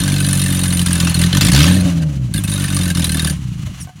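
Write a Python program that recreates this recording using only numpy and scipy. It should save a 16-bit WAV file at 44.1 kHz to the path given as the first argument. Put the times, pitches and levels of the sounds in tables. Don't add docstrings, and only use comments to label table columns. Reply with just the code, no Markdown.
import sys
import numpy as np
from scipy import signal
from scipy.fft import rfft, irfft, next_fast_len
from scipy.io import wavfile
from scipy.ndimage import uniform_filter1d, map_coordinates

SR = 44100
rng = np.random.default_rng(int(sys.argv[2]) if len(sys.argv) > 2 else 0)


def persist_wave(psi):
    counts = np.round(np.clip(psi, -1, 1) * 32767).astype(np.int16)
    wavfile.write(sys.argv[1], SR, np.atleast_2d(counts).T)


def rack_gain(trim_db):
    fader = np.asarray(trim_db, float)
    return 10 ** (fader / 20)


N = 176400

JITTER_S = .0005
BLAST_RISE_S, BLAST_T60_S = .0019, .04
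THUMP_TOP_HZ, PUMP_TOP_HZ = 297.5, 226


def unit(x):
    return x / np.sqrt(np.mean(x ** 2) + 1e-20)


def noise():
    return rng.standard_normal(N)


def curve(rows, s=None):
    t, v = np.transpose(rows)
    return np.interp(np.arange(N) / SR if s is None else s, t, v)


def wobble(rate):
    return map_coordinates(rng.standard_normal(int(N * rate / SR) + 4), [np.arange(N) * rate / SR])


def filtered(x, response):
    m = next_fast_len(N + SR // 2)
    return irfft(rfft(x, m) * response(np.fft.rfftfreq(m, 1 / SR)), m)[..., :N]


def resonances(table):
    return lambda f: sum(rack_gain(db) * 1j * f * w / (c * c - f * f + 1j * f * w) for c, w, db in table)


def coloured(points):
    f, v = np.transpose(points)
    return unit(filtered(noise(), lambda hz: rack_gain(np.interp(np.log(hz + 1), np.log(f), v, -120, -120))))


def patchy(x, patch_db):
    z = signal.stft(x, nperseg=256)[2]
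    field = uniform_filter1d(rng.standard_normal(z.shape), size=3, axis=0)
    field = uniform_filter1d(field, size=4, axis=1)
    return unit(signal.istft(z * rack_gain(patch_db * unit(field)), nperseg=256)[1][:N])


def train(s, db):
    return np.bincount(np.clip(np.round(s * SR).astype(int), 0, N - 1), rack_gain(db), N)


def bursts(s, db, t60):
    echo_s, echo_db = .0121, -12
    tail_db, tail_t60 = -19.5, .17
    t = np.arange(SR // 5) / SR
    rise = 1 - np.exp(-(t / BLAST_RISE_S) ** 2)
    shape = rise * (rack_gain(-60 * t / t60) + rack_gain(tail_db - 60 * t / tail_t60))
    env = signal.fftconvolve(train(s, db) + train(s + echo_s, db + echo_db), shape)[:N]
    return env / np.sqrt(np.mean(env[:SR // 2] ** 2))


# (time [s], exhaust openings [per s])
SPEED = [(0, 48.73), (.4, 46.39), (.8, 43.98), (1.15, 41.59), (1.3, 44.59), (1.45, 52.53), (1.6, 75.16),
         (1.7, 91.16), (1.77, 92.81), (1.95, 83.45), (2.15, 68.64), (2.33, 53.27), (2.45, 50.63),
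         (2.8, 45.53), (3.1, 39.79), (3.3, 38.13), (3.55, 26.59), (4, 17.2)]
# (start [s], end [s])
UNFIRED = [(.83, .85), (1.11, 1.132), (1.273, 1.318), (1.382, 1.402), (1.494, 1.51), (1.817, 1.845),
           (1.88, 1.892), (1.93, 1.988), (2.026, 2.333), (2.39, 2.428), (2.45, 2.468), (2.651, 2.673),
           (2.915, 2.938), (3.312, 4.1)]
CYLINDER_BLAST_DB = [0.5, 0.5, -1, 3.5, -3, 0.5]


def openings():
    turns = np.cumsum(curve(SPEED)) / SR - .9
    count = np.arange(-1, int(turns[-1]) + 1)
    s = np.interp(count, turns, np.arange(N) / SR)
    fired = ~np.any([(s > a) & (s < b) for a, b in UNFIRED], axis=0)
    return s, count % len(CYLINDER_BLAST_DB), fired


# (frequency [Hz], width [Hz], level [dB])
PIPE = [(69, 27, -2.5), (89.5, 15, 0), (142.9, 11.8, 5), (171.5, 11.9, 8.5), (275.5, 13.7, -3.5)]


def thumps(s, fired, size_db, chance):
    suck, suck_s = .35, .0043
    pulses = train((s + JITTER_S * chance[:, 1])[fired], size_db[fired])

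    def pipe(f):
        blunt = 1 / (1 + (f / THUMP_TOP_HZ) ** 6)
        return resonances(PIPE)(f) * blunt * (1 - suck * np.exp(2j * np.pi * f * suck_s))

    rung = filtered(pulses, pipe)
    return rung / np.std(rung[:SR // 2])


# (frequency [Hz], width [Hz], level [dB])
COOL_PIPE = [(73.4, 20, -2.5), (100.5, 11.7, -2), (127.6, 11.6, 2.5), (155.2, 14.2, 2), (283.7, 18, -8.5)]
# (time [s], level [dB])
PUMP = [(0, -32.5), (1.4, -19), (1.8, -13.5), (2.05, -15.5), (2.33, -19.5), (2.6, -24), (3.25, -24.5),
        (3.4, -21), (3.71, -23.5), (3.76, -32.5), (3.8, -27.5), (3.88, -32.5), (3.93, -45), (4, -29.5)]


def pumped_air(s, chance):
    scatter_db, jitter_s, intake_db = 1.8, .0005, -8
    eddy_share, slow_gain_db, stall_rate = .14, 14, 34
    exhaust_strokes = train(s + jitter_s * chance[:, 2], scatter_db * chance[:, 3])
    intake_s = s + np.gradient(s) / 2 + jitter_s * chance[:, 6]
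    strokes = exhaust_strokes + train(intake_s, intake_db + scatter_db * chance[:, 7])
    cool = lambda f: resonances(COOL_PIPE)(f) / (1 + (f / PUMP_TOP_HZ) ** 4)
    pulses = unit(filtered(strokes, cool))
    eddies = unit(filtered(noise(), lambda f: cool(f) / (1 + (f / THUMP_TOP_HZ) ** 6)))
    slow = curve(SPEED) < stall_rate
    air = pulses + eddy_share * rack_gain(slow_gain_db * slow) * eddies
    local_rms = np.sqrt(np.abs(uniform_filter1d(air ** 2, size=SR // 5)))
    return rack_gain(curve(PUMP)) * air / local_rms


# (frequency [Hz], width [Hz], level [dB])
SWIRL_PIPE = [(275, 42, 1.5), (535.5, 156, -6.5)]


def swirl(s, fired, size_db):
    octaves = np.log2(curve(SPEED) / 83.3)
    flow = rack_gain(1.5 + 24 * octaves + 3.5 * wobble(25.17))
    turbulence = unit(filtered(noise(), lambda f: resonances(SWIRL_PIPE)(f) ** 2))
    return (bursts(s[fired], size_db[fired], BLAST_T60_S) + flow) * turbulence


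# (time [s], level [dB])
CHARGE = [(0, 0), (.6, -2), (1.2, .5), (1.4, 3), (1.6, 3.5), (1.68, 0), (1.78, -5.5), (1.9, -16),
          (2.03, -16.5), (2.34, -1.5), (2.46, -4), (2.6, -3.5), (3.0, -0.5), (3.3, -.5)]
CYLINDER_THUMP_DB = [-0.38, 0.15, -.6, -.4, 0.5, 0.18]


def exhaust(s, cylinder, fired, chance):
    thump_db, scatter_db, swirl_db = -15.5, 1.2, -32.5
    own_db = np.array(CYLINDER_THUMP_DB)[cylinder]
    size_db = 1.1 * curve(CHARGE, s) + own_db + scatter_db * chance[:, 0]
    s = s + .0082
    out = rack_gain(thump_db) * thumps(s, fired, size_db, chance)
    out = out + pumped_air(s, chance)
    return out + rack_gain(swirl_db) * swirl(s, fired, size_db)


# (frequency [Hz], level [dB], decay t60 [s])
SHELL = [(1204, -8, 0.04), (1552, -4, 0.076), (1753, -4, 0.051), (2106, -6.5, 0.04), (2623, -6.5, 0.07),
         (2910, -7, 0.051), (3140, -7.5, 0.056), (3670, -0.5, 0.053), (4070, 0, 0.049), (4420, 0.5, 0.025),
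         (4860, -5, 0.035), (6080, -3, 0.042), (7000, -2.5, 0.035)]


def shell_rings(s, size_db):
    scatter_db, pitch_spread, stagger_s = 5, .025, .004
    hz, level, t60 = np.transpose(SHELL)[:, None, :, None]
    lags = np.arange(SR // 16)
    luck = rng.standard_normal((len(s), 4, len(SHELL), 1))
    t = np.maximum(lags / SR - stagger_s * np.abs(luck[:, 3]), 0)
    decay = rack_gain(level + scatter_db * luck[:, 0] - 60 * t / t60)
    phase = 2 * np.pi * (hz * (1 + pitch_spread * luck[:, 1]) * t + luck[:, 2])
    rise = 1 - np.exp(-(t / BLAST_RISE_S) ** 2)
    rings = (decay * np.sin(phase) * rise).sum(1) * rack_gain(size_db)[:, None]
    at = np.clip(np.round(s * SR).astype(int), 0, N)[:, None] + lags
    shell = np.bincount(at.ravel(), rings.ravel(), N + SR)[:N]
    return shell / np.std(shell[:SR // 2])


# (frequency [Hz], level [dB per Hz])
BLAST = [(240, -27), (400, -8.5), (545, -8), (814, -9.5), (1600, -7), (3420, -1), (4180, -3), (9760, -12.5),
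         (16000, -22)]
# (frequency [Hz], width [Hz], level [dB])
JET = [(9150, 370, 0.5), (9680, 450, 1), (11000, 550, -16)]
# (time [s], level [dB])
LEAK = [
    (0, -2.5),
    (.6, 4),
    (1.1, -1),
    (1.5, -1.5),
    (1.75, -11),
    (2.0, -28),
    (2.34, 5),
    (2.45, -1.5),
    (2.55, -0.5),
    (3.3, 1),
]


def blasts(s, cylinder, chance):
    hiss_db, jet_db, shell_db = -29, -24.5, -27.5
    scatter_db, patch_db, jet_t60 = 3, 4.5, .035
    charge_db, own_db = curve(CHARGE, s), np.array(CYLINDER_BLAST_DB)[cylinder]
    s = s - .0045 + JITTER_S * chance[:, 1]
    blast_db = 2.24 * charge_db + own_db + scatter_db * chance[:, 4]
    hiss = bursts(s, blast_db, BLAST_T60_S) * patchy(coloured(BLAST), patch_db)
    whistle = patchy(filtered(noise(), resonances(JET)), patch_db)
    jet = bursts(s, curve(LEAK, s) + own_db + scatter_db * chance[:, 5], jet_t60) * whistle
    shell = shell_rings(s, charge_db + own_db)
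    return rack_gain(hiss_db) * hiss + rack_gain(jet_db) * jet + rack_gain(shell_db) * shell


# (time [s], length [s], start pitch [Hz], end pitch [Hz], level [dB])
SQUEAKS = [
    (3.66, .045, 660, 560, -41),
    (3.795, .04, 9800, 9400, -30),
    (3.825, .015, 9300, 8200, -35),
    (3.795, .045, 6100, 5300, -35),
]
# (time [s], level [dB])
KNOCKS = [
    (3.873, -38),
    (3.893, -38.5),
    (3.984, -59),
]
# (frequency [Hz], level [dB], decay t60 [s])
BLOCK = [(734, 1, 0.12), (900, -5, .06), (1070, -1.5, .06), (1530, -1, .06), (2250, -9, .04)]


def stopping():
    t, out = np.arange(N) / SR, np.zeros(N)
    hump = lambda s, length: np.sin(np.pi * np.clip((t - s) / length, 0, 1))
    for s, length, start_hz, end_hz, db in SQUEAKS:
        glide = np.interp(t, [s, s + length], [start_hz, end_hz])
        hz = glide * (1 + .01 * wobble(900))
        out += rack_gain(db + 3 * wobble(300)) * hump(s, length) * np.sin(2 * np.pi * np.cumsum(hz) / SR)
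    puff = coloured([(3000, -15), (6000, 3), (10000, -2), (16000, -10)])
    out += rack_gain(-40) * hump(3.79, .07) * puff
    for s, db in KNOCKS:
        u = np.maximum(t - s, 0)
        ring = np.zeros(N)
        for hz, level, t60 in BLOCK:
            ring += rack_gain(level + rng.normal(0, 3) - 60 * u / t60) * np.sin(2 * np.pi * hz * u)
        click = .64 * rack_gain(-60 * u / .012) * noise()
        out += rack_gain(db) * (t > s) * (ring + click)
    return out


# (time [s], level [dB])
GEAR = [(0, -34), (1.7, -29), (2.05, -40), (2.33, -45.5), (2.5, -34.5), (3.3, -36.5), (3.45, -45.5),
        (3.65, -42.5), (3.8, -39.5), (3.93, -53.5), (4, -46.5)]
# (frequency [Hz], level [dB per Hz])
GEAR_TONE = [(300, -17), (500, -8), (1150, -1.5), (3000, -1.5), (4500, -6.5), (6850, -7), (10000, -13.5),
             (16000, -33)]
# (frequency [Hz], width [Hz], level [dB])
GEAR_RINGS = [(1123, 220, -2.5), (2910, 360, 1), (4080, 210, -3.5), (5960, 430, -4), (6750, 210, -6.5),
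              (9360, 460, -10)]


def gear():
    beat = np.cos(2 * np.pi * np.cumsum(curve(SPEED)) / SR)
    level_db = curve(GEAR) + .5 * beat + 2.4 * wobble(60) + .89 * wobble(8)
    rings = unit(filtered(noise(), resonances(GEAR_RINGS)))
    return rack_gain(level_db) * unit(coloured(GEAR_TONE) + .71 * rings)


def scene():
    s, cylinder, fired = openings()
    chance = rng.standard_normal((len(s), 8))
    engine = exhaust(s, cylinder, fired, chance) + blasts(s[fired], cylinder[fired], chance[fired])
    return (engine + stopping() + gear())[None]


def roll_off(x):
    return signal.sosfilt(signal.butter(12, 16170, fs=SR, output="sos"), x)


def record(dry):
    bass_hz, top_hz, ceiling, knee = 38, 16100, 1.0, 6
    x = filtered(dry, lambda f: f ** 4 / (bass_hz ** 4 + f ** 4))
    x = x / (1 + np.abs(x / ceiling) ** knee) ** (1 / knee)
    x = filtered(x, lambda f: f < top_hz)
    return roll_off(x)


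dry = scene()
out = record(dry)
persist_wave(out)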